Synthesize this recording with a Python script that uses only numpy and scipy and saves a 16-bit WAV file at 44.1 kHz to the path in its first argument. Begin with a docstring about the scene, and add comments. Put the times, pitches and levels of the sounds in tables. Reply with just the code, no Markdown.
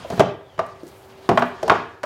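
"""A small kitchen: cans and jars are set down and shuffled on a wooden cupboard shelf.
Each knock sounds shelf, room and cupboard resonances and the can's note, with a noise clatter.
Soft bumps, thin ticks, sliding, a sleeve's rustle and a sinking scrape are notes or shaped noise.
Room tone and an appliance's sine hum lie beneath; a noise tail makes the room's reflections.
The microphone flattens the loudest peaks."""
import sys
import numpy as np
from scipy import signal
from scipy.fft import rfft, irfft
from scipy.io import wavfile
from scipy.ndimage import uniform_filter1d

SR = 44100
rng = np.random.default_rng(int(sys.argv[2]) if len(sys.argv) > 2 else 0)


def persist_wave(psi):
    """Save psi, clipped to +-1, as 16-bit WAV."""
    counts = np.round(np.clip(psi, -1, 1) * 32767).astype(np.int16)
    wavfile.write(sys.argv[1], SR, np.atleast_2d(counts).T)


N = 90404
TIME_S = np.arange(N) / SR
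EDGES_HZ = 28 * 2 ** np.arange(0, 9.6, .5)  # half-octave band edges

# room tone: (frequency [Hz], level [dB per band])
AIR_BANDS = [(30, -111), (60, -64.5), (100, -55.5), (200, -73.5), (600, -54.5), (1500, -67), (4000, -76),
             (8000, -79.5), (15000, -80)]
# appliance hum: (time [s], rms level before waver [dB])
HUM_CURVE = [(0, -81), (.7, -55), (1.0, -53.5), (1.25, -46), (1.45, -52), (2.05, -57.5)]
HUM_HZ, HUM_WAVER_DB = 385.5, 1

# sliding: (time [s], level [dB])
SLIDE_CURVE = [(0, -42), (.09, -42.5), (.15, -37.5), (.2, -37.5), (.26, -79), (.6, -50), (.8, -51.5),
               (.95, -51), (1.1, -52), (1.28, -45), (1.6, -46), (1.75, -36.5), (1.86, -53.5), (2.05, -60)]
# sliding colour: (frequency [Hz], relative level [dB per band])
SLIDE_BANDS = [(80, -2), (300, 0), (900, 5.5), (2000, -0.5), (4000, 2), (8000, -9), (15000, -31)]
SLIDE_COMMON_FLICKER_DB, SLIDE_BAND_FLICKER_DB = 1.65, 3.15

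# soft bumps of a hand on a can: (time [s], level before swell [dB], pitch [Hz], t60 [s])
HAND_BUMPS = [(0.048, -19.5, 650, 0.034), (0.056, -23.5, 546, 0.043), (0.833, -23.5, 337, 0.051),
              (0.833, -27, 463, 0.025), (0.866, -31.5, 366, 0.056), (1.641, -21.5, 450, 0.18)]

# thin rustle of a sleeve: (time [s], level [dB])
RUSTLE_CURVE = [(0, -77), (.07, -62), (.17, -55), (.25, -83), (.8, -75), (.87, -60.5), (1.02, -61.5),
                (1.15, -68.5), (1.42, -63), (1.47, -61), (1.53, -71), (2.05, -100)]
RUSTLE_LOW_HZ, RUSTLE_GRAIN_DB = 6240, 1.5

# knocks: (time [s], thud [dB], wood [dB], clank [dB], clack [dB], tick [dB],
#          shelf pitch shift [semitones], can's own note [Hz], note level before swell [dB])
KNOCK_EVENTS = [(0.101, -23.5, -28, -35, -31.5, -33.5, 0.79, 676, -20),
                (0.123, -19.5, -28.5, -37, -39, -58, 0.023, 418, -24),
                (0.176, -17, -32, -38, -36, -43, 0.76, 680, -32),
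                (0.195, -14, -14.5, -16, -17.5, -22.5, -0.17, 173.5, -3),
                (0.203, -25.5, -10.5, -20, -20.5, -31, 0.26, 632, -5),
                (0.210, -29, -8.5, -52, -44, -48, 0.025, 410, -27),
                (0.579, -30.5, -39, -37, -43, -51, -1.2, 670, -29),
                (0.591, -50, -16, -22, -25.5, -37, -0.22, 1182, -17.5),
                (1.29, -12.5, -11.5, -13.5, -20, -27.5, 0.92, 352, -7),
                (1.314, -12.5, -16.5, -24, -34, -48, -0.098, 354, -15),
                (1.374, -29, -14.5, -8, -16, -35, 0.18, 659.4, -3.5),
                (1.422, -20.5, -18.5, -14.5, -21.5, -43, 0.26, 945, -15),
                (1.629, -29, -21.5, -32.5, -31.5, -30, -0.64, 560, -17),
                (1.679, -27.5, -23, -21, -30, -29.5, -1.1, 960, -20),
                (1.697, -19, -20, -4, -11.5, -31.5, -0.73, 1081, -3.5),
                (1.717, -30, -11.5, -24.5, -22, -44, 0.57, 826, -19),
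                (1.754, -26, -25.5, -23, -28, -61, 0.58, 1153, -24),
                (2.032, -35.5, -42, -24, -32, -33, 0.045, 1760, -46),
                (2.036, -50, -31, -26.5, -36, -44, -0.84, 584, -16)]
# where the five knock levels apply, thud to tick: (frequency [Hz])
KNOCK_COLOUR_HZ = [150, 520, 1250, 3000, 7500]
# loaded shelf: (frequency before shift [Hz], level relative to knock [dB], t60 [s])
SHELF_MODES = [(104.6, -7.5, 0.072), (175.4, 0, 0.062), (244.6, -8, 0.11), (289.4, -12.5, 0.047),
               (394, -2.5, 0.1), (493, -11, 0.1), (639.6, 3, 0.056), (687, 6.5, 0.062), (910, 8, 0.013),
               (1066.4, 0.5, 0.039), (1134, -14, 0.031), (1562, -1, 0.019), (1936, -17, 0.057),
               (2634, -21, 0.075)]
# room and cupboard resonances ringing on: (frequency [Hz], level relative to knock [dB], t60 [s])
ROOM_MODES = [(181.4, -4.5, 0.23), (249, -13.5, 0.36), (374.3, -7, 0.12), (648, -20, 0.14),
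              (814, -4, 0.093), (854.4, -18, 0.2), (899.5, -18, 0.13), (1070, -18.5, 0.12),
              (1406, -15, 0.15), (1505, -21.5, 0.13), (1876, -20, 0.093), (3170, -18.5, 0.086),
              (5500, -11.5, 0.053), (8400, -24, .06)]
# dense short ring of the contact: (frequency [Hz], level relative to knock [dB], t60 [s])
CLATTER_BANDS = [(46.6, -39.5, 0.094), (123, -21.5, 0.18), (378, -9.5, 0.066), (880, -8, 0.15),
                 (1790, -6, 0.048), (3740, -9.5, 0.042), (6500, -9, 0.043), (14800, -23, 0.042)]
MODE_SCATTER_DB = 2
NOTE_T60_S, ATTACK_S, MAX_RING_S = 0.053, 0.00096, .45

# extra notes that start with or just after a knock, short or long:
# (time [s], level before swell [dB], pitch [Hz], t60 [s])
KNOCK_RINGS = [(0.102, -38, 97, .22), (0.196, -22, 138.5, .2), (0.203, -28, 680, 0.13),
               (0.591, -11, 652, 0.069), (0.591, -19.5, 1188, 0.052), (0.605, -35, 99, 0.21),
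               (1.290, -7, 700, 0.032), (1.290, -17.5, 494, 0.12), (1.290, -26, 113, 0.15),
               (1.374, -20.5, 243.7, 0.31), (1.374, -24, 1085, 0.094), (1.697, -24, 319, 0.32),
               (1.697, -21.5, 99, 0.11), (1.697, -16.5, 917, .2)]

# can sliding into the next: (time [s], level [dB], pitch [Hz])
SCRAPE_CURVE = [(.4, -78, 3700), (.46, -62, 3530), (0.539, -60, 3110), (.575, -63, 2900), (.6, -85, 2900)]
SCRAPE_LOWPASS_HZ = 120  # half-width of the hiss band

# light rim ticks: (time [s], level [dB])
RIM_TICKS = [(0.663, -49.5), (0.833, -56), (0.867, -49.5), (0.878, -49), (0.888, -55), (1.392, -40.5)]
TICK_T60_S, TICK_LOW_HZ, TICK_HIGH_HZ = 0.046, 3570, 9000

# kitchen reflections: (frequency [Hz], level against direct sound [dB per Hz], t60 [s])
ROOM_BANDS = [(48.3, -10.5, 0.63), (106, -5.5, 0.2), (306, -7, 0.48), (700, -9.5, 0.39), (1350, -8, .48),
              (2850, -6.5, 0.47), (6900, -11.5, 0.25), (14900, -20.5, 0.35)]
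ROOM_DELAY_S, ROOM_BUILD_S = 0.0024, 0.014
ROOM_GRAIN_DB, ROOM_EVEN_HZ = 2.0, 35  # unevenness in time; width of colour smoothing

LOW_CUT_HZ, CUTOFF_HZ = 70, 16000
OVERLOAD_PEAK = 1.05


def from_db(db):
    """Decibels to amplitude gain."""
    return 10 ** (np.asarray(db) / 20)


def at_hz(rows, hz, axis=1):
    """Read one table column on a log-frequency axis."""
    rows = np.array(rows)
    return np.interp(np.log(hz), np.log(rows[:, 0]), rows[:, axis])


def level(rows):
    """A (time [s], level [dB]) curve as gain per sample."""
    return from_db(np.interp(TIME_S, *np.transpose(rows)))


def drift(count):
    """Random wander about 0: straight lines through count unit-normal points."""
    points_s = np.linspace(0, N / SR, count)
    return np.interp(TIME_S, points_s, rng.standard_normal(count))


def band_pass(x, low_hz, high_hz):
    """Causal Butterworth band."""
    sos = signal.butter(2, [low_hz, high_hz], "band", fs=SR, output="sos")
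    return signal.sosfilt(sos, x)


def noise_bands():
    """Half-octave noise, unit deviation: (centre [Hz], share of full bandwidth, noise)."""
    for low_hz, high_hz in zip(EDGES_HZ, EDGES_HZ[1:]):
        band = band_pass(rng.standard_normal(N + 8000), low_hz, high_hz)[-N:]  # skip filter onset
        yield np.sqrt(low_hz * high_hz), 2 * (high_hz - low_hz) / SR, band / band.std()


def clicks(times_s, db):
    """One impulse per contact."""
    out = np.full(N, 1e-18)  # tiny floor
    index = np.clip(np.round(times_s * SR).astype(int), 0, N - 1)
    np.add.at(out, index, from_db(db))
    return out


def fade(t60_s):
    """Gain per sample of a ring that falls 60 dB in t60_s."""
    return np.exp(-np.log(1000) / (t60_s * SR))


def die_away(x, t60_s):
    """Each click opens an exponentially decaying envelope."""
    return signal.lfilter([1], [1, -fade(t60_s)], x)


def add(out, start_s, sound):
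    """Mix a sound in at its time."""
    start = int(np.clip(round(start_s * SR), 0, N - 1))
    out[start:start + len(sound)] += sound[:N - start]


def mode(hz, db, t60_s):
    """A sine that swells during contact while it decays."""
    t_s = TIME_S[:int(min(1.5 * t60_s, MAX_RING_S) * SR) + 1]
    swell = 1 - np.exp(-t_s / ATTACK_S)
    decay = np.exp(-np.log(1000) * t_s / t60_s)
    return from_db(db) * np.sin(2 * np.pi * hz * t_s) * swell * decay


def strength_db(colour_db, hz):
    """How hard a knock drives this frequency."""
    return np.interp(np.log(hz), np.log(KNOCK_COLOUR_HZ), colour_db)


def background():
    """Band-shaped noise as room tone, a wavering sine as appliance hum."""
    air = sum(noise * from_db(at_hz(AIR_BANDS, hz)) for hz, _, noise in noise_bands())
    hum = np.sqrt(2) * np.sin(2 * np.pi * HUM_HZ * TIME_S)  # rms 1
    waver = from_db(HUM_WAVER_DB * drift(20))
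    return air + hum * level(HUM_CURVE) * waver


def sliding():
    """Tins and a sleeve rub along the shelf: noise bands flicker together and apart."""
    common_db = SLIDE_COMMON_FLICKER_DB * drift(120)
    rub = np.zeros(N)
    for hz, _, noise in noise_bands():
        flicker_db = common_db + SLIDE_BAND_FLICKER_DB * drift(60)
        rub += noise * from_db(at_hz(SLIDE_BANDS, hz) + flicker_db)
    return rub / rub.std() * level(SLIDE_CURVE)


def notes(rows):
    """Single decaying notes: soft bumps of a hand, or extra notes around a knock."""
    out = np.zeros(N)
    for start_s, db, hz, t60_s in rows:
        add(out, start_s, mode(hz, db, t60_s))
    return out


def rustle():
    """A sleeve brushes the shelf edge: treble noise with a fine, grainy level."""
    hiss = band_pass(rng.standard_normal(N), RUSTLE_LOW_HZ, CUTOFF_HZ)
    hiss = hiss * from_db(RUSTLE_GRAIN_DB * drift(500))
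    return hiss / hiss.std() * level(RUSTLE_CURVE)


def knocks():
    """Each blow rings the shelf, shifted in pitch by its load, fixed resonances and the can's note."""
    out = np.zeros(N)
    for start_s, *colour_db, semitones, note_hz, note_db in KNOCK_EVENTS:
        shift = 2 ** (semitones / 12)
        shelf = [(hz * shift, db, t60_s) for hz, db, t60_s in SHELF_MODES]
        for k, (hz, db, t60_s) in enumerate(shelf + ROOM_MODES):
            scatter_db = MODE_SCATTER_DB * rng.standard_normal()
            ring = mode(hz, db + strength_db(colour_db, hz) + scatter_db, t60_s)
            add(out, start_s, (-1) ** k * ring)  # alternate polarity
        add(out, start_s, mode(note_hz, note_db, NOTE_T60_S))
    return out


def clatter():
    """Countless short modes of each knock as noise bursts, each band with its own decay."""
    out = np.zeros(N)
    times_s = np.array([row[0] for row in KNOCK_EVENTS])
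    for low_hz, high_hz in zip(EDGES_HZ, EDGES_HZ[1:]):
        hz = np.sqrt(low_hz * high_hz)
        band_db = at_hz(CLATTER_BANDS, hz)
        db = [strength_db(colour_db, hz) + band_db for _, *colour_db, _, _, _ in KNOCK_EVENTS]
        envelope = die_away(clicks(times_s, db), at_hz(CLATTER_BANDS, hz, axis=2))
        burst = envelope * rng.standard_normal(N)
        # make up the power lost to the narrow band
        out += band_pass(burst, low_hz, high_hz) * np.sqrt(SR / (2 * (high_hz - low_hz)))
    return out


def scrape():
    """A thin band of hiss that sinks in pitch as the can slows."""
    times_s, db, hz = np.transpose(SCRAPE_CURVE)
    low_pass = signal.butter(2, SCRAPE_LOWPASS_HZ, fs=SR, output="sos")
    rub = signal.sosfilt(low_pass, rng.standard_normal((2, N)))
    phase = 2 * np.pi * np.cumsum(np.interp(TIME_S, times_s, hz)) / SR
    hiss = rub[0] * np.cos(phase) + rub[1] * np.sin(phase)
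    return hiss / hiss.std() * from_db(np.interp(TIME_S, times_s, db))


def ticks():
    """Rims graze each other: bright noise under short decays."""
    band = signal.butter(1, [TICK_LOW_HZ, TICK_HIGH_HZ], "band", fs=SR, output="sos")
    bright = signal.sosfilt(band, rng.standard_normal(N))
    envelope = die_away(clicks(*np.transpose(RIM_TICKS)), TICK_T60_S)
    return bright / bright.std() * envelope


def kitchen(x):
    """Uneven reflections build up quickly and die away band by band."""
    build = np.clip((TIME_S - ROOM_DELAY_S) / ROOM_BUILD_S, 0, 1)
    tail = np.zeros(N)
    for hz, share, noise in noise_bands():
        decay = fade(at_hz(ROOM_BANDS, hz, axis=2)) ** np.arange(N)
        tail += noise * np.sqrt(share) * decay
    response = rfft(tail * build * from_db(ROOM_GRAIN_DB * drift(600)))
    hz = np.maximum(np.arange(len(response)) * SR / N, 1)
    # even out the smoothed spectrum, then give it the room's colour
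    power = uniform_filter1d(np.abs(response) ** 2, int(ROOM_EVEN_HZ * N / SR) + 1)
    colour = np.sqrt(power + 1e-9)
    tail = irfft(response / colour * from_db(at_hz(ROOM_BANDS, hz)), N) * build
    return signal.fftconvolve(x, tail[:N // 2])[:N]


def scene():
    """Cupboard with reflections, plus scrape and background without them."""
    cupboard = knocks() + clatter() + notes(HAND_BUMPS) + notes(KNOCK_RINGS)
    cupboard = cupboard + ticks() + sliding() + rustle()
    return (cupboard + kitchen(cupboard) + scrape() + background())[None]


def record(dry):
    """The microphone thins deep bass, flattens the loudest peaks and cuts the top."""
    high_pass = signal.butter(2, LOW_CUT_HZ, "high", fs=SR, output="sos")
    thin = signal.sosfilt(high_pass, dry)
    limited = thin / (1 + (thin / OVERLOAD_PEAK) ** 8) ** (1 / 8)
    top_cut = signal.ellip(10, .1, 70, CUTOFF_HZ, fs=SR, output="sos")
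    return signal.sosfilt(top_cut, limited)


dry = scene()
out = record(dry)
persist_wave(out)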